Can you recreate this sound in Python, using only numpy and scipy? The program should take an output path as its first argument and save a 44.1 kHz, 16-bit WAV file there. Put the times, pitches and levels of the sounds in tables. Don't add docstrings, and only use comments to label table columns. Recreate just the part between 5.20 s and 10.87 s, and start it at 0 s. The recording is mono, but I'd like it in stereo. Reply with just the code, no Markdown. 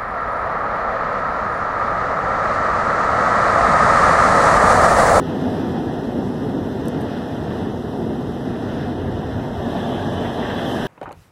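import sys
import numpy as np
from scipy import signal
from scipy.fft import rfft, irfft, next_fast_len
from scipy.io import wavfile
from scipy.ndimage import uniform_filter1d

SR = 44100
rng = np.random.default_rng(int(sys.argv[2]) if len(sys.argv) > 2 else 0)


def voltage_ratio(level):
    return 10 ** (np.asarray(level, float) / 20)


def int16_out(signal):
    q = np.round(np.clip(np.atleast_2d(signal).T, -1, 1) * 32767)
    wavfile.write(sys.argv[1], SR, q.astype(np.int16))


N = 250047


def in_time(rows):
    s, *columns = np.transpose(rows)
    return [np.interp(np.arange(N) / SR, s, c) for c in columns]


def at_hz(rows, hz):
    f, *columns = np.transpose(rows)
    return [np.interp(np.log(hz), np.log(f), c) for c in columns]


def rms_one(x):
    return x / np.sqrt(np.mean(x ** 2) + 1e-20)


def bump(s, length):
    return np.exp(-((np.arange(N) / SR - s) / (length / 2)) ** 2)


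def band(x, low_hz, high_hz):
    return signal.sosfilt(signal.butter(2, [low_hz, high_hz], "band", fs=SR, output="sos"), x)


def drift(rate_hz):
    r = np.exp(-80 * np.pi * rate_hz / SR)
    noise = rng.standard_normal(N // 40 + 2002)
    slow = signal.lfilter([1], [1, -2 * r, r * r], noise)[2000:]
    return np.interp(np.arange(N) / 40, np.arange(len(slow)), rms_one(slow))


def noise_line(hz_phase, width_hz):
    return drift(width_hz) * np.cos(hz_phase) + drift(width_hz) * np.sin(hz_phase)


def resonate(x, modes):
    for hz, width, db in modes:
        r, w = np.exp(-np.pi * width / SR), 2 * np.pi * hz / SR
        ring = signal.lfilter([(1 - r * r) / 2, 0, (r * r - 1) / 2], [1, -2 * r * np.cos(w), r * r], x)
        x = x + (voltage_ratio(db) - 1) * ring
    return x


def level(law, lift_db, near):
    rest_db, share, roll_db, glass_db, late = law
    return voltage_ratio(rest_db + share * lift_db + roll_db * np.arange(N) / SR + glass_db * near ** late)


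# Hz, likeness 0-1, near minus far level in dB, lead of the near port in rad.
PORTS_AT_REST = [(40, 0.93, -1.7, -0.02), (80, 0.97, -1.7, 0.02), (130, 0.97, -1.3, 0.08),
                 (200, 0.96, -1.0, 0.14), (280, 0.92, -1.7, 0.15), (380, 0.86, 0.2, 0.32),
                 (520, 0.53, -0.1, 0.85), (700, 0.31, 0.9, 0.87), (950, 0.43, 1.1, 1.49),
                 (1300, 0.42, 1.6, -2.82), (1800, 0.27, -2.4, -3.12), (2500, 0.17, -1.7, -0.36),
                 (4000, 0.09, -1.2, 0.74), (12000, 0.04, 2.0, -0.13)]
PORTS_TURNED = [(40, 0.97, -0.9, -0.08), (80, 0.96, 0.7, -0.02), (130, 0.83, -4.9, 0.06),
                (200, 0.76, -2.7, 0.27), (280, 0.73, -1.7, 0.47), (380, 0.73, -0.8, 0.34),
                (520, 0.61, -1.9, 0.17), (700, 0.65, -1.9, 0.28), (950, 0.37, -1.6, 0.46),
                (1300, 0.04, -1.3, -1.1), (1800, 0.45, -3.0, -3.09), (2500, 0.05, -0.8, 0.49),
                (4000, 0.23, -1.0, 1.8), (12000, 0.09, 2.1, -0.32)]
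# Hz, gain in dB.
FACING = [(60, 1), (150, -1.5), (230, 1.5), (330, -3), (550, -1.5), (800, -4), (1100, 3), (1400, -7),
          (1800, -2.5), (2500, -1.5), (3200, 5.5), (4500, -0.5), (7000, 4.5), (13000, 3)]


def turbulence(spectrum, turned, gust_db, patch_db):
    bottom, top = spectrum[0][0], spectrum[-1][0]
    edges = bottom * 2 ** np.arange(0, np.log2(top / bottom) + 1 / 3, 1 / 3)
    white = rng.standard_normal((2, 2, N + 4096))
    out, gust = 0, drift(4.3) + drift(25.0)
    for k, (low, high) in enumerate(zip(edges, edges[1:])):
        common, apart = band(white[k % 2], low, high)[:, 4096:]
        hz = np.sqrt(low * high)
        rest, facing = at_hz(PORTS_AT_REST, hz), at_hz(PORTS_TURNED, hz)
        alike, lean_db, lead = [a + turned * (b - a) for a, b in zip(rest, facing)]
        ahead = np.gradient(common) / np.sin(2 * np.pi * hz / SR)
        shared = np.array([np.cos(lead) * common + np.sin(lead) * ahead, common])
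        pair = np.sqrt(alike) * shared + np.sqrt(1 - alike) * np.array([apart, apart[::-1]])
        level_db = at_hz(spectrum, hz)[0] + turned * at_hz(FACING, hz)[0]
        level_db = level_db + gust_db * gust + patch_db * drift(8.1)
        out = out + voltage_ratio(level_db + lean_db * [[.5], [-.5]]) * pair
    return rms_one(out)


def grip():
    swell = bump(5.8, .35) * band(rng.standard_normal(N), 14, 36)
    return voltage_ratio(-18) * swell / abs(swell).max()


# start in seconds, peak in dB.
DROPS = [
    (1.657, -39),
    (1.683, -26.5),
    (1.8083, -40),
    (1.8163, -36),
]


def drops():
    out, t = np.zeros((2, N)), np.arange(-100, 400) / SR
    tick = np.exp(-(t / .00002) ** 2) - 0.6 * np.exp(-((t - .00029) / .00002) ** 2)
    rattle_db = -21 - 60 * np.where(t < 0, -t / .007, t / .008)
    for s, db in DROPS:
        rattle = rng.standard_normal((2, 500)) * voltage_ratio(rattle_db)
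        at = round((s + 0.00035) * SR) - 100
        out[:, at:at + 500] += voltage_ratio(db + 17.5) * (tick * voltage_ratio([[0], [-12]]) + rattle)
    return band(out + 1e-18, 7200, 13500)


# Hz, width in Hz, level in dB.
ROOF = [(411.4, 49, -36.5), (592.5, 32, -38.5), (678.6, 19, -39), (1140, 28, -50.5), (800, 55, -46),
        (978, 69, -49.5), (1398, 26, -59.5), (2250, 60, -50)]


def roof(turned):
    phase = 2 * np.pi * np.arange(N) / SR
    lines = sum(voltage_ratio(db) * noise_line(hz * phase, width) for hz, width, db in ROOF)
    return turned ** 1.03 * lines * voltage_ratio([[2.5], [-3.5]])


# time in seconds, pitch in Hz, level in dB.
HUM = [
    (0, 256, -34),
    (.65, 254.9, -26.5),
    (1.2, 244, -51),
    (3.2, 250, -31.5),
    (4.4, 241.6, -40.5),
    (5.67, 239.5, -43),
]


def hum():
    hz, db = in_time(HUM)
    line = noise_line(2 * np.pi * np.cumsum(hz) / SR, 9.6)
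    return voltage_ratio(db) * line * voltage_ratio([[1.5], [-1.5]])


# start in seconds, peak in dB, length in seconds.
BUFFETS = [
    (3.611, -30, 0.035),
    (3.858, -32, 0.054),
    (4.4318, -41, 0.029),
    (4.8894, -40, 0.03),
    (5.04, -22.5, 0.042),
    (5.218, -20, 0.045),
    (5.295, -19.5, 0.021),
    (5.379, -17.5, 0.024),
]


def buffets():
    t, puff_level = np.arange(N) / SR, np.zeros(N)
    for s, db, length in BUFFETS:
        puff_level += voltage_ratio(db - 8.5) * np.exp(-((t - s - length / 2) / (0.45 * length)) ** 2)
    puff = rms_one(band(rng.standard_normal((2, N)), 1550, 2250))
    return puff_level * (puff - 0.11 * puff[::-1])


# Hz, density in dB per Hz.
HISS = [(3500, 3), (5000, 1.5), (6800, -4.5), (9000, -9.5), (11000, -4), (12200, -6), (13300, -16.5),
        (14500, -36)]
# dB at rest, share of the jet's lift, dB per s of travel, dB gained at the glass, lateness.
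HISS_LAW = (-52, 0.03, -0.54, 12, 3.5)


def hiss(lift_db, near, turned):
    return level(HISS_LAW, lift_db, near) * turbulence(HISS, turned, gust_db=0.48, patch_db=0.8)


# Hz, width in Hz, level in dB, likeness at the ports -1 to 1.
WHISTLES = [(1517, 80, -18.5, 0.32), (1640, 160, -15, -0.54), (1740, 146, -13, 0.38), (1950, 400, -13, -.6),
            (2980, 46, -20, 0.16), (3303, 300, -18, 0.012)]


def whistles(turned):
    out = 0
    for hz, width, db, alike in WHISTLES:
        sos = signal.butter(2, width / 2, fs=SR, output="sos")
        phase = 2 * np.pi * np.cumsum(hz * (1 + .03 * drift(2.5))) / SR
        a, b = signal.sosfilt(sos, rng.standard_normal((2, 2, N)))
        line = rms_one(a * np.cos(phase) + b * np.sin(phase))
        out = out + voltage_ratio(db + 3.1 * drift(6.3)) * (line + alike * line[::-1])
    return out * (0.15 + 1.73 * turned ** 1.1)


# Hz, density in dB per Hz.
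JET = [(800, -33), (1100, -8), (1400, -1), (1900, -4.5), (2350, -5.5), (3000, -11.5), (4000, -12),
       (5500, -21), (8000, -62)]
# Hz, width in Hz, lift in dB.
GLASS = [(1700, 265, 3), (1865, 254, 3.5), (2100, 120, 2.5), (3000, 130, -1), (3800, 270, -3)]
# dB at rest, share of the jet's lift, dB per s of travel, dB gained at the glass, lateness.
JET_LAW = (-45, 0.75, 0.2664, 10.5, 1.3)


def jet(lift_db, near, turned):
    rush = resonate(turbulence(JET, turned, gust_db=.5, patch_db=0.7), GLASS)
    return level(JET_LAW, lift_db, near) * (rush + whistles(turned))


# Hz, density in dB per Hz.
PANELS = [(300, -5.5), (430, 2.5), (540, -3), (700, 5), (850, -5), (1050, -19), (1400, -45)]
# dB at rest, share of the jet's lift, dB per s of travel, dB gained at the glass, lateness.
PANEL_LAW = (-34.5, 0.4861, -0.1342, 7, 0.75)


def panels(lift_db, near, turned):
    return level(PANEL_LAW, lift_db, near) * turbulence(PANELS, turned, gust_db=0.58, patch_db=-1.1)


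# Hz, density in dB per Hz.
THUD = [(25, -34), (40, -4.5), (55, -4.5), (70, -7.5), (88, 2.2), (110, -4), (150, -10)]
# dB at rest, share of the jet's lift, dB per s of travel, dB gained at the glass, lateness.
THUD_LAW = (-23.5, 0.04, 0.37, -2.5, 0.7)


def thud(lift_db, near, turned):
    boom = voltage_ratio(3 * bump(3.94, 1))
    return boom * level(THUD_LAW, lift_db, near) * turbulence(THUD, turned, gust_db=-0.05, patch_db=-1.0)


# start in seconds, peak in dB, length in seconds.
SURGES = [(0.28, -20.5, 0.093), (0.79, -19, 0.13), (0.964, -13.5, 0.11), (1.21, -16, 0.088),
          (1.34, -14, 0.1), (1.636, -14, 0.063), (1.757, -12, 0.093), (1.963, -20, 0.081),
          (2.078, -24.5, 0.2), (2.363, -20.5, 0.1), (2.455, -17.5, 0.12), (2.604, -23.5, 0.13),
          (2.822, -9.5, 0.12), (2.933, -18, 0.16), (3.119, -21.5, 0.1), (3.718, -20.5, 0.11),
          (4.055, -22, 0.1), (4.168, -17, 0.12), (4.559, -18.5, 0.13), (4.678, -7.5, 0.087),
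          (4.862, -9, 0.063), (4.984, -12, 0.1), (5.362, -21.5, 0.1), (5.456, -13, 0.12)]


def surges():
    return voltage_ratio(0.37 * sum((db + 19) * bump(s + length / 3, length) for s, db, length in SURGES))


# Hz, density in dB per Hz.
ROAR = [(90, -21), (125, -2.5), (200, -4), (300, -8.5), (450, -16.5), (700, -34)]
# dB at rest, share of the jet's lift, dB per s of travel, dB gained at the glass, lateness.
ROAR_LAW = (-19.5, 0.0166, -0.9244, 3.5, 0.8)


def roar(lift_db, near, turned):
    return level(ROAR_LAW, lift_db, near) * turbulence(ROAR, turned, gust_db=0.34, patch_db=0.52)


# Hz, width in Hz, lift in dB.
CABIN = [(74.4, 16, 1.5), (234, 5.1, 1.5), (246.4, 37, 4.5), (381, 82, 2), (496, 15, 4.5), (695, 110, -2.5)]


def cabin(low):
    return resonate(low, CABIN)


# time in seconds, lift in dB, length in seconds.
PASSES = [
    (0.307, 7, 1),
    (1.874, 5, 0.61),
    (2.347, 4.5, 0.33),
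    (3.55, 5, 0.31),
    (4.0, 2.5, 1),
    (4.65, 0.5, 0.41),
    (5.323, 3.5, 0.3),
]
# time in seconds, nearness 0-1.
NEAR = [
    (0, 0.01),
    (4.33, 0.01),
    (4.5, 0.53),
    (4.7, 0.56),
    (5.05, 0.66),
    (5.3, 0.68),
    (5.55, 0.95),
    (5.67, 0.91),
]
# time in seconds, turn 0-1.
POSE = [
    (0, 0.0),
    (2.0, 0.09),
    (4.2, 0.11),
    (4.6, 0.86),
    (5.67, 0.87),
]


def scene():
    lift_db = sum(db * bump(s, length) for s, db, length in PASSES)
    near, turned = in_time(NEAR)[0], in_time(POSE)[0]
    surge = surges()
    low = thud(lift_db, near, turned)
    low += surge * roar(lift_db, near, turned)
    low += surge ** 0.51 * panels(lift_db, near, turned)
    mix = cabin(low) + jet(lift_db, near, turned) + hiss(lift_db, near, turned)
    return mix + buffets() + drops() + grip() + surge * hum() + roof(turned)


# Hz, share taken away 0-1, phase lead in rad.
CROSS = [(100, .87, 0), (1100, .83, .1), (2300, .81, .2), (3400, .62, .3), (4600, .47, .4), (6800, .4, .5),
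         (8000, .28, .4), (10000, .32, .4), (12000, .38, .45), (13400, .36, .45), (14300, .6, .1)]


def widen(ports):
    lag_ms = .4535
    size = next_fast_len(N + 1024)
    hz = np.arange(1, size // 2 + 2) * SR / size
    share, lead = at_hz(CROSS, hz)
    cancel = share * np.exp(1j * lead - 2j * np.pi * hz * lag_ms / 1000)
    return ports - irfft(rfft(ports[::-1], size) * cancel, size)[:, :N]


# Hz, depth in dB.
MASK = [(700, 30), (1100, 27), (2300, 17), (3400, 14.5), (4600, 11), (6800, 8), (9000, 8.5), (11000, 8.5),
        (13400, 13)]
# Hz, contrast 0-1.
GRAIN = [(300, .05), (1000, .2), (4000, .22), (8000, .33), (13000, .55)]


def starve(x, uneven_db):
    turn = np.array([[1, 1.0], [1, -1.04]])
    hz, _, z = signal.stft(np.pad(turn @ x, ((0, 0), (600, 0))), SR, "cosine", 2048)
    each = abs(z) ** 2 + 1e-16
    contrast = at_hz(GRAIN, hz + 1)[0][:, None]
    rough = each * abs(each / uniform_filter1d(each, size=9, axis=1)) ** contrast
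    restore = uniform_filter1d(each, size=33, axis=1) / uniform_filter1d(rough, size=33, axis=1)
    z *= np.sqrt(abs(rough / each * restore))
    edges = np.r_[0:200:8, 200:1025:10]
    widths = np.diff(np.r_[edges, 1025])
    power = np.add.reduceat(each, edges, axis=1) / widths[:, None]
    shortage = rng.standard_normal(power.shape)
    under_db = at_hz(MASK, hz[edges] + 90)[0][:, None] + uneven_db * rms_one(shortage)
    louder = uniform_filter1d(power.max(axis=0), size=11, axis=0)
    louder_db = 10 * np.log10(louder)
    sag_db = uniform_filter1d(louder_db, size=7, axis=1) - uniform_filter1d(louder_db, size=45, axis=1)
    mask = louder * voltage_ratio(-2 * (under_db + 1.5 * sag_db))
    z *= np.repeat(power > mask, widths, axis=1)
    return turn @ signal.istft(z, SR, "cosine", 2048)[1][:, 600:600 + N] / 2


def band_limit(x):
    return signal.sosfilt(signal.butter(12, 14300, fs=SR, output="sos"), x)


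def record(dry):
    low_pass = signal.cheby2(16, 45, 14600, fs=SR, output="sos")
    wide = signal.sosfilt(low_pass, widen(dry))
    mix = starve(wide, uneven_db=3.5)
    return band_limit(mix)


dry = scene()
out = record(dry)
int16_out(out)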